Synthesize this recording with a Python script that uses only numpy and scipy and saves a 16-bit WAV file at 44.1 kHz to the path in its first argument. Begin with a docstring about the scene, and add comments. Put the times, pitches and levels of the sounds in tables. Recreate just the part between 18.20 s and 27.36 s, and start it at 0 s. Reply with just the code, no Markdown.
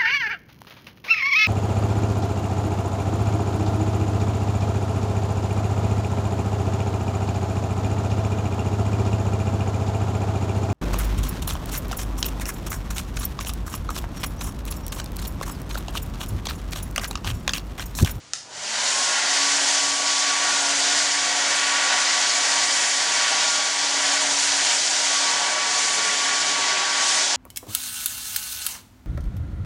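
"""In a garage, a step or two from the microphone, a handheld hair dryer is switched on and runs.
The switch snaps and rings its plastic shell, then the motor spins up against its inertia. Turbulent air
rushes through the resonant housing and whistles at the grille, over the hum of rotor imbalance and the
whine of the blades. As the dryer is turned about, the beamed hiss brightens and dulls and the tones
swell and fade by interference. Near the end the jet blows on a hand with a hollow, sinking note."""
import sys
import numpy as np
from scipy import signal
from scipy.fft import rfft, irfft, next_fast_len
from scipy.io import wavfile

SR = 44100
rng = np.random.default_rng(int(sys.argv[2]) if len(sys.argv) > 2 else 0)


def transcribe(u):
    """Save the signal u as a 16-bit wav file named by the first command-line argument.

    u: samples, shape (n,) or (channels, n), limited to [-1, 1]; the rate is SR.
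    q: integer samples, one column per channel.
    """
    v = np.clip(np.atleast_2d(u).T, -1, 1)
    q = np.round(v * 32767).astype(np.int16)
    wavfile.write(sys.argv[1], SR, q)


N = 403956
TIME = np.arange(N) / SR
FFT_SIZE = next_fast_len(N, True)
BIN_HZ = np.maximum(np.arange(FFT_SIZE // 2 + 1) * SR / FFT_SIZE, 1)
SWITCH_S = .1347


def from_db(db):
    """Amplitude ratio of a level in decibels."""
    return 10 ** (np.asarray(db) / 20)


def rms_one(x):
    """Normalisation to unit rms."""
    return x / np.sqrt(np.mean(x ** 2) + 1e-20)


def in_time(rows):
    """Linear interpolation of each column of a time table at every sample."""
    times, *columns = np.transpose(rows)
    return [np.interp(TIME, times, column) for column in columns]


def spectrum(points):
    """Interpolation of (frequency, value) points on a logarithmic frequency axis."""
    hz, values = np.transpose(points)
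    return np.interp(np.log(BIN_HZ), np.log(hz), values)


def colour(x, gain):
    """Zero-phase filtering with one gain per frequency."""
    return irfft(rfft(x, FFT_SIZE) * gain, FFT_SIZE)[:N]


def noise(shape_db):
    """Spectral shaping of white noise, rms 1."""
    return rms_one(colour(rng.standard_normal(N), from_db(shape_db)))


def drift(corner_hz, step=16):
    """Slow random fluctuation: low-pass noise of rms 1, drawn every `step` samples."""
    size = next_fast_len(N // step + 2, True)
    hz = np.arange(size // 2 + 1) * SR / step / size
    slow = irfft(rfft(rng.standard_normal(size)) / (1 + (hz / corner_hz) ** 2), size)
    return np.interp(np.arange(N) / step, np.arange(size), rms_one(slow))


def narrow_noise(pitch_hz, width_hz):
    """Random quadrature modulation: a breathy band around a pitch that may glide, rms 1."""
    angle = 2 * np.pi * np.cumsum(pitch_hz * np.ones(N)) / SR
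    return drift(width_hz / 2) * np.cos(angle) + drift(width_hz / 2) * np.sin(angle)


def ring(clicks, hz, t60_s):
    """Damped oscillator: each impulse starts a decaying sine."""
    radius, omega = from_db(-60 / (t60_s * SR)), 2 * np.pi * hz / SR
    return signal.lfilter([0, np.sin(omega)], [1, -2 * radius * np.cos(omega), radius ** 2], clicks + 1e-18)


# Noise spectrum of the still room: (frequency [Hz], relative density [dB])
ROOM_SPECTRUM = [(24, -34), (40, -12), (95, -5), (112, -12), (149, -2), (228, -1), (288, -0.5), (755, -3),
                 (7040, -3.5), (11000, -23), (14300, -73), (22000, -120)]
# Faint hum of the room: (frequency [Hz], level [dB])
ROOM_HUM = [(90, -73.5), (120, -65.5), (143, -68.5)]

def room_tone(hiss_db=-48.5):
    """Ambient noise floor: broadband hiss, with a wavering hum and uneven rumble of narrowband noise."""
    hum = sum(from_db(db) * narrow_noise(hz, width_hz=6) for hz, db in ROOM_HUM)
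    rumble = from_db(-71 + 4.5 * drift(4)) * narrow_noise(pitch_hz=62, width_hz=65)
    return from_db(hiss_db) * noise(spectrum(ROOM_SPECTRUM)) + hum + rumble


def garage(x, wet_db=-3.5, build_s=0.0036, t60_s=0.43):
    """Reverberation: dense reflections build up within milliseconds and decay exponentially."""
    t = TIME[:SR]
    tail = rng.standard_normal(SR) * (1 - np.exp(-t / build_s)) * from_db(-60 * t / t60_s)
    return x + from_db(wet_db) * signal.fftconvolve(x, tail / np.linalg.norm(tail))[:N]


def near_echoes(x, count=7, echo_gain=.15, sway_s=.0004):
    """Comb filtering: paths via table, body and door vary as the hand moves, so soft peaks wander."""
    bounced = signal.sosfilt(signal.butter(1, [600, 4000], "band", fs=SR, output="sos"), x)
    out = x
    for delay_s in rng.uniform(.004, .026, count):
        moving_delay_s = delay_s + sway_s * drift(.45)
        out = out + echo_gain * np.interp(TIME - moving_delay_s, TIME, bounced)
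    return out * np.std(x) / np.std(out)


# Impacts of the switch contacts: (time after the snap [s], level [dB])
CONTACT_IMPACTS = [(0, 3), (.0007, -19), (.0016, -8), (.0024, -13), (.0035, -10), (.014, -21), (.018, -11)]
# Modes of the plastic shell: (frequency [Hz], gain [dB], decay time T60 [s])
SHELL_MODES = [(735, -40, 0.038), (1340, -29.5, 0.013), (1830, -26, 0.0083), (2740, -26, 0.0087),
               (3700, -18.5, 0.0037), (4930, -9, .003), (5900, -4.5, 0.0017), (7170, -8.5, 0.0016),
               (9500, -22.5, 0.0032)]

def switch(slide_db=-44, slide_s=0.0036):
    """Impact excitation: the slider scrapes, snaps over and chatters, ringing the modes of the shell."""
    force = from_db(slide_db) * rng.standard_normal(N) * np.exp(-np.abs(TIME - SWITCH_S) / slide_s)
    for after_s, db in CONTACT_IMPACTS:
        force[round((SWITCH_S + after_s) * SR)] += from_db(db)
    return sum((-1) ** k * from_db(db) * ring(force, hz, t60_s)
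               for k, (hz, db, t60_s) in enumerate(SHELL_MODES))


# Note of the gap between nozzle and hand: (time [s], relative level [dB], frequency [Hz])
HAND_NOTE = [(7.3, -59, 450), (7.55, -47.5, 445), (7.8, -46, 435), (8.05, -52, 425), (8.3, -45, 408),
             (8.48, -47, 392), (8.7, -53, 385), (9.0, -53, 385)]

def jet_on_hand(speed, note_db=0.5, rustle_db=-2.5):
    """Jet impingement on a hand: a low rustle and a hollow note that sinks as the gap widens."""
    level_db, pitch_hz = in_time(HAND_NOTE)
    low_band = signal.butter(2, [130, 560], "band", fs=SR, output="sos")
    rustle = from_db(rustle_db) * rms_one(signal.sosfilt(low_band, rng.standard_normal(N)))
    note = from_db(note_db) * narrow_noise(pitch_hz, width_hz=26)
    return speed * from_db(level_db) * (note + rustle)


# Ring of the barrel, strongest when tilted up and side-on: (time [s], level [dB])
BARREL_LEVEL = [(.7, -54), (1.15, -32), (1.6, -57), (3.0, -38), (3.5, -36.5), (5.0, -36), (5.7, -44),
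                (9.1, -45)]

def barrel(speed):
    """Flow-excited resonance: the air stream makes the barrel ring hollowly."""
    return speed ** 3 * from_db(in_time(BARREL_LEVEL)[0]) * narrow_noise(pitch_hz=1920, width_hz=140)


# Whistles of the grille: (frequency [Hz], bandwidth [Hz], level [dB], multiple of the treble swing [-])
GRILLE_WHISTLES = [(6030, 160, -42, 1.5), (7180, 190, -42, 1.9), (8240, 260, -47.5, 3)]

def grille(speed, treble_db):
    """Aeolian tones: air whistles over the bars, beamed more narrowly than the hiss."""
    return speed ** 3 * sum(from_db(db + share * treble_db) * narrow_noise(hz, width_hz)
                            for hz, width_hz, db, share in GRILLE_WHISTLES)


def motor_speed(inertia_s=.195, current_rise_s=.055):
    """Second-order step response: the rotor lags the rising drive. Returns the share of full speed."""
    on_s = np.maximum(TIME - SWITCH_S, 0)
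    lag = inertia_s * np.exp(-on_s / inertia_s) - current_rise_s * np.exp(-on_s / current_rise_s)
    return np.clip(1 - lag / (inertia_s - current_rise_s), 1e-6, 1)


# Shaft hum in the standing waves of the room: (time [s], level [dB])
SHAFT_LEVEL = [(0.5, -53), (0.82, -50.8), (0.9, -58), (1.18, -42), (2.3, -47.5), (2.62, -45), (5.3, -51.5),
               (5.94, -42.5), (6.7, -49.5), (8.46, -50), (8.58, -56), (9.1, -47.5)]

def shaft_hum(speed, angle, shimmer_db=1.8):
    """Rotating imbalance: one cycle of hum for each turn of the shaft."""
    level_db = in_time(SHAFT_LEVEL)[0] + shimmer_db * drift(6.6)
    return np.sqrt(2) * speed ** 1.5 * from_db(level_db) * np.sin(angle)


# Blade tone, dropping out where direct and reflected sound cancel: (time [s], relative level [dB])
BLADE_LEVEL = [(0.5, -42), (0.94, -34), (1.06, -46), (1.22, -34), (1.46, -45), (1.58, -36.5), (2.34, -32.5),
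               (2.54, -45), (3.06, -35.5), (3.22, -44), (3.42, -33.6), (4.66, -39.5), (5.38, -33.8),
               (5.5, -40), (6.02, -37), (6.1, -46.1), (6.82, -50), (6.94, -34.5), (8.98, -34.5), (9.1, -44)]
# Sideband one shaft rate above the blade tone: (time [s], relative level [dB])
SIDEBAND_LEVEL = [(0.9, -47.5), (0.98, -34), (1.1, -47.2), (1.3, -38), (1.66, -46), (2.46, -35.5),
                  (2.7, -52), (3.62, -36), (4.58, -51), (5.34, -33.5), (5.54, -48), (9.1, -45.2)]
# Octave of the blade tone: (time [s], level [dB])
OCTAVE_LEVEL = [(.9, -47), (2.2, -42.5), (2.7, -45), (3.1, -37.5), (4.3, -38.5), (6.75, -45), (7.3, -38),
                (9.1, -44)]
# Faint upper whine, fading at random: (multiple of the shaft rate [-], level [dB])
UPPER_HARMONICS = [(12, -44), (24, -50), (29, -47)]

def blade_whine(speed, angle, blades=4, shimmer_db=1.8, fade_db=2.5):
    """Blade passage: periodic pressure pulses sound at multiples of the shaft rate."""
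    tones = (blades, BLADE_LEVEL, -0.5), (blades + 1, SIDEBAND_LEVEL, -1), (2 * blades, OCTAVE_LEVEL, 0)
    whine = 0
    for order, curve, gain_db in tones:
        level_db = gain_db + in_time(curve)[0] + shimmer_db * drift(19)
        whine += from_db(level_db) * np.sin(order * angle)
    for order, db in UPPER_HARMONICS:
        whine += from_db(db + fade_db * drift(3.8)) * np.sin(order * angle + 0.27 * drift(6))
    return np.sqrt(2) * speed ** 2.4 * whine


def fan(speed, full_speed_hz=283.7, wobble=0.000727):
    """Rotational tones: hum and whine are locked to the angle of one slightly wavering shaft."""
    shaft_hz = full_speed_hz * speed * (1 + wobble * drift(4.3))
    angle = 2 * np.pi * np.cumsum(shaft_hz) / SR
    return shaft_hum(speed, angle) + blade_whine(speed, angle)


# Swing of the mid-range as the dryer is turned about: (time [s], relative level [dB])
MID_SWING = [(0.66, 1.5), (1.46, 0.6), (1.74, -2), (2.38, 0.3), (2.82, -1.2), (3.74, 2.5), (3.94, 0.3),
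             (4.26, 1.0), (4.62, -0.7), (4.98, 0), (6.54, -0.8), (6.66, -3), (7.02, 1), (7.14, -0.5),
             (8.02, 1.7), (9.1, -0.6)]
# Swing of the beamed treble with the aim of the nozzle: (time [s], relative level [dB])
TREBLE_SWING = [(0.5, 1), (0.78, 2.5), (1.02, -2.2), (1.1, 0.3), (1.7, 1.1), (1.9, 0.2), (2.5, 2),
                (3.18, -0.2), (3.98, -1), (4.58, 1.4), (4.86, -1), (5.7, -1.5), (6.22, 2), (7.02, 1),
                (7.38, -2.5), (7.58, 1.7), (8.66, -3), (8.94, 3.1), (9.1, 0.5)]

def nozzle_aim():
    """Directivity: the mid and treble levels at the microphone depend on where the dryer points."""
    return in_time(MID_SWING)[0], in_time(TREBLE_SWING)[0]


# Turbulence spectrum at full speed: (frequency [Hz], relative density [dB])
RUSH_SPECTRUM = [(30, -42), (60, -36), (130, -24), (200, -20.5), (280, -13.5), (450, -11.5), (650, -4.5),
                 (1000, -2.5), (1250, -6), (1500, 0.16), (2600, -2.5), (4500, -0.4), (7000, 0.5),
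                 (9300, -11.5), (11000, -19.5)]
# Resonances of housing and nozzle: (frequency [Hz], bandwidth [Hz], peak gain [dB])
DUCT_RESONANCES = [(564.4, 8.2, 5.5), (618, 20, 7.5), (712, 28, 3.5), (731.3, 17, 9), (840, 41, 3.5),
                   (947, 32, 7.5), (1450, 56, 3), (1947, 214, 2), (3070, 290, 2.5), (4580, 350, 3),
                   (5280, 240, 2.5), (5960, 230, 3), (6870, 95, 3.5)]
# Directivity by band: (centre frequency [Hz], share of the mid swing [-], share of the treble swing [-])
BAND_DIRECTIVITY = [(600, 0.53, 0.091), (1850, 0.93, -0.079), (5000, .3, 0.52), (8900, 0.05, 1.1)]

def air_rush(speed, mids_db, treble_db, gain_db=-21.5, flutter_db=0.87, sway_db=0.9):
    """Turbulence noise filtered by duct resonances; the treble grows faster with speed than the bass."""
    peaks_db = sum(db / (1 + (2 * (BIN_HZ - hz) / width_hz) ** 2) for hz, width_hz, db in DUCT_RESONANCES)
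    turbulence = noise(spectrum(RUSH_SPECTRUM) + peaks_db)
    out = 0
    for k, (centre_hz, mid_share, treble_share) in enumerate(BAND_DIRECTIVITY):
        # Crossover: 1 at this band's centre, 0 at the other centres.
        band_gain = spectrum([(hz, float(hz == centre_hz)) for hz, _, _ in BAND_DIRECTIVITY])
        flow = speed ** (1.73 if k == 0 else 3.57)
        aim_db = mid_share * mids_db + treble_share * treble_db
        level_db = aim_db + flutter_db * drift(23) + sway_db * drift(2)
        out += colour(turbulence, band_gain) * flow * from_db(level_db)
    return from_db(gain_db) * out


def scene():
    """Superposition of dryer, switch and room, the same in both channels."""
    speed = motor_speed()
    mids_db, treble_db = nozzle_aim()
    rush = near_echoes(air_rush(speed, mids_db, treble_db))
    dryer = rush + grille(speed, treble_db) + barrel(speed) + fan(speed)
    mono = dryer + jet_on_hand(speed) + garage(switch()) + room_tone()
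    return np.array([mono, mono])


def record(dry, cutoff_hz=11050):
    """Band limiting: an elliptic low-pass cuts the top steeply."""
    return signal.sosfilt(signal.ellip(12, .1, 80, cutoff_hz, fs=SR, output="sos"), dry)


dry = scene()
out = record(dry)
transcribe(out)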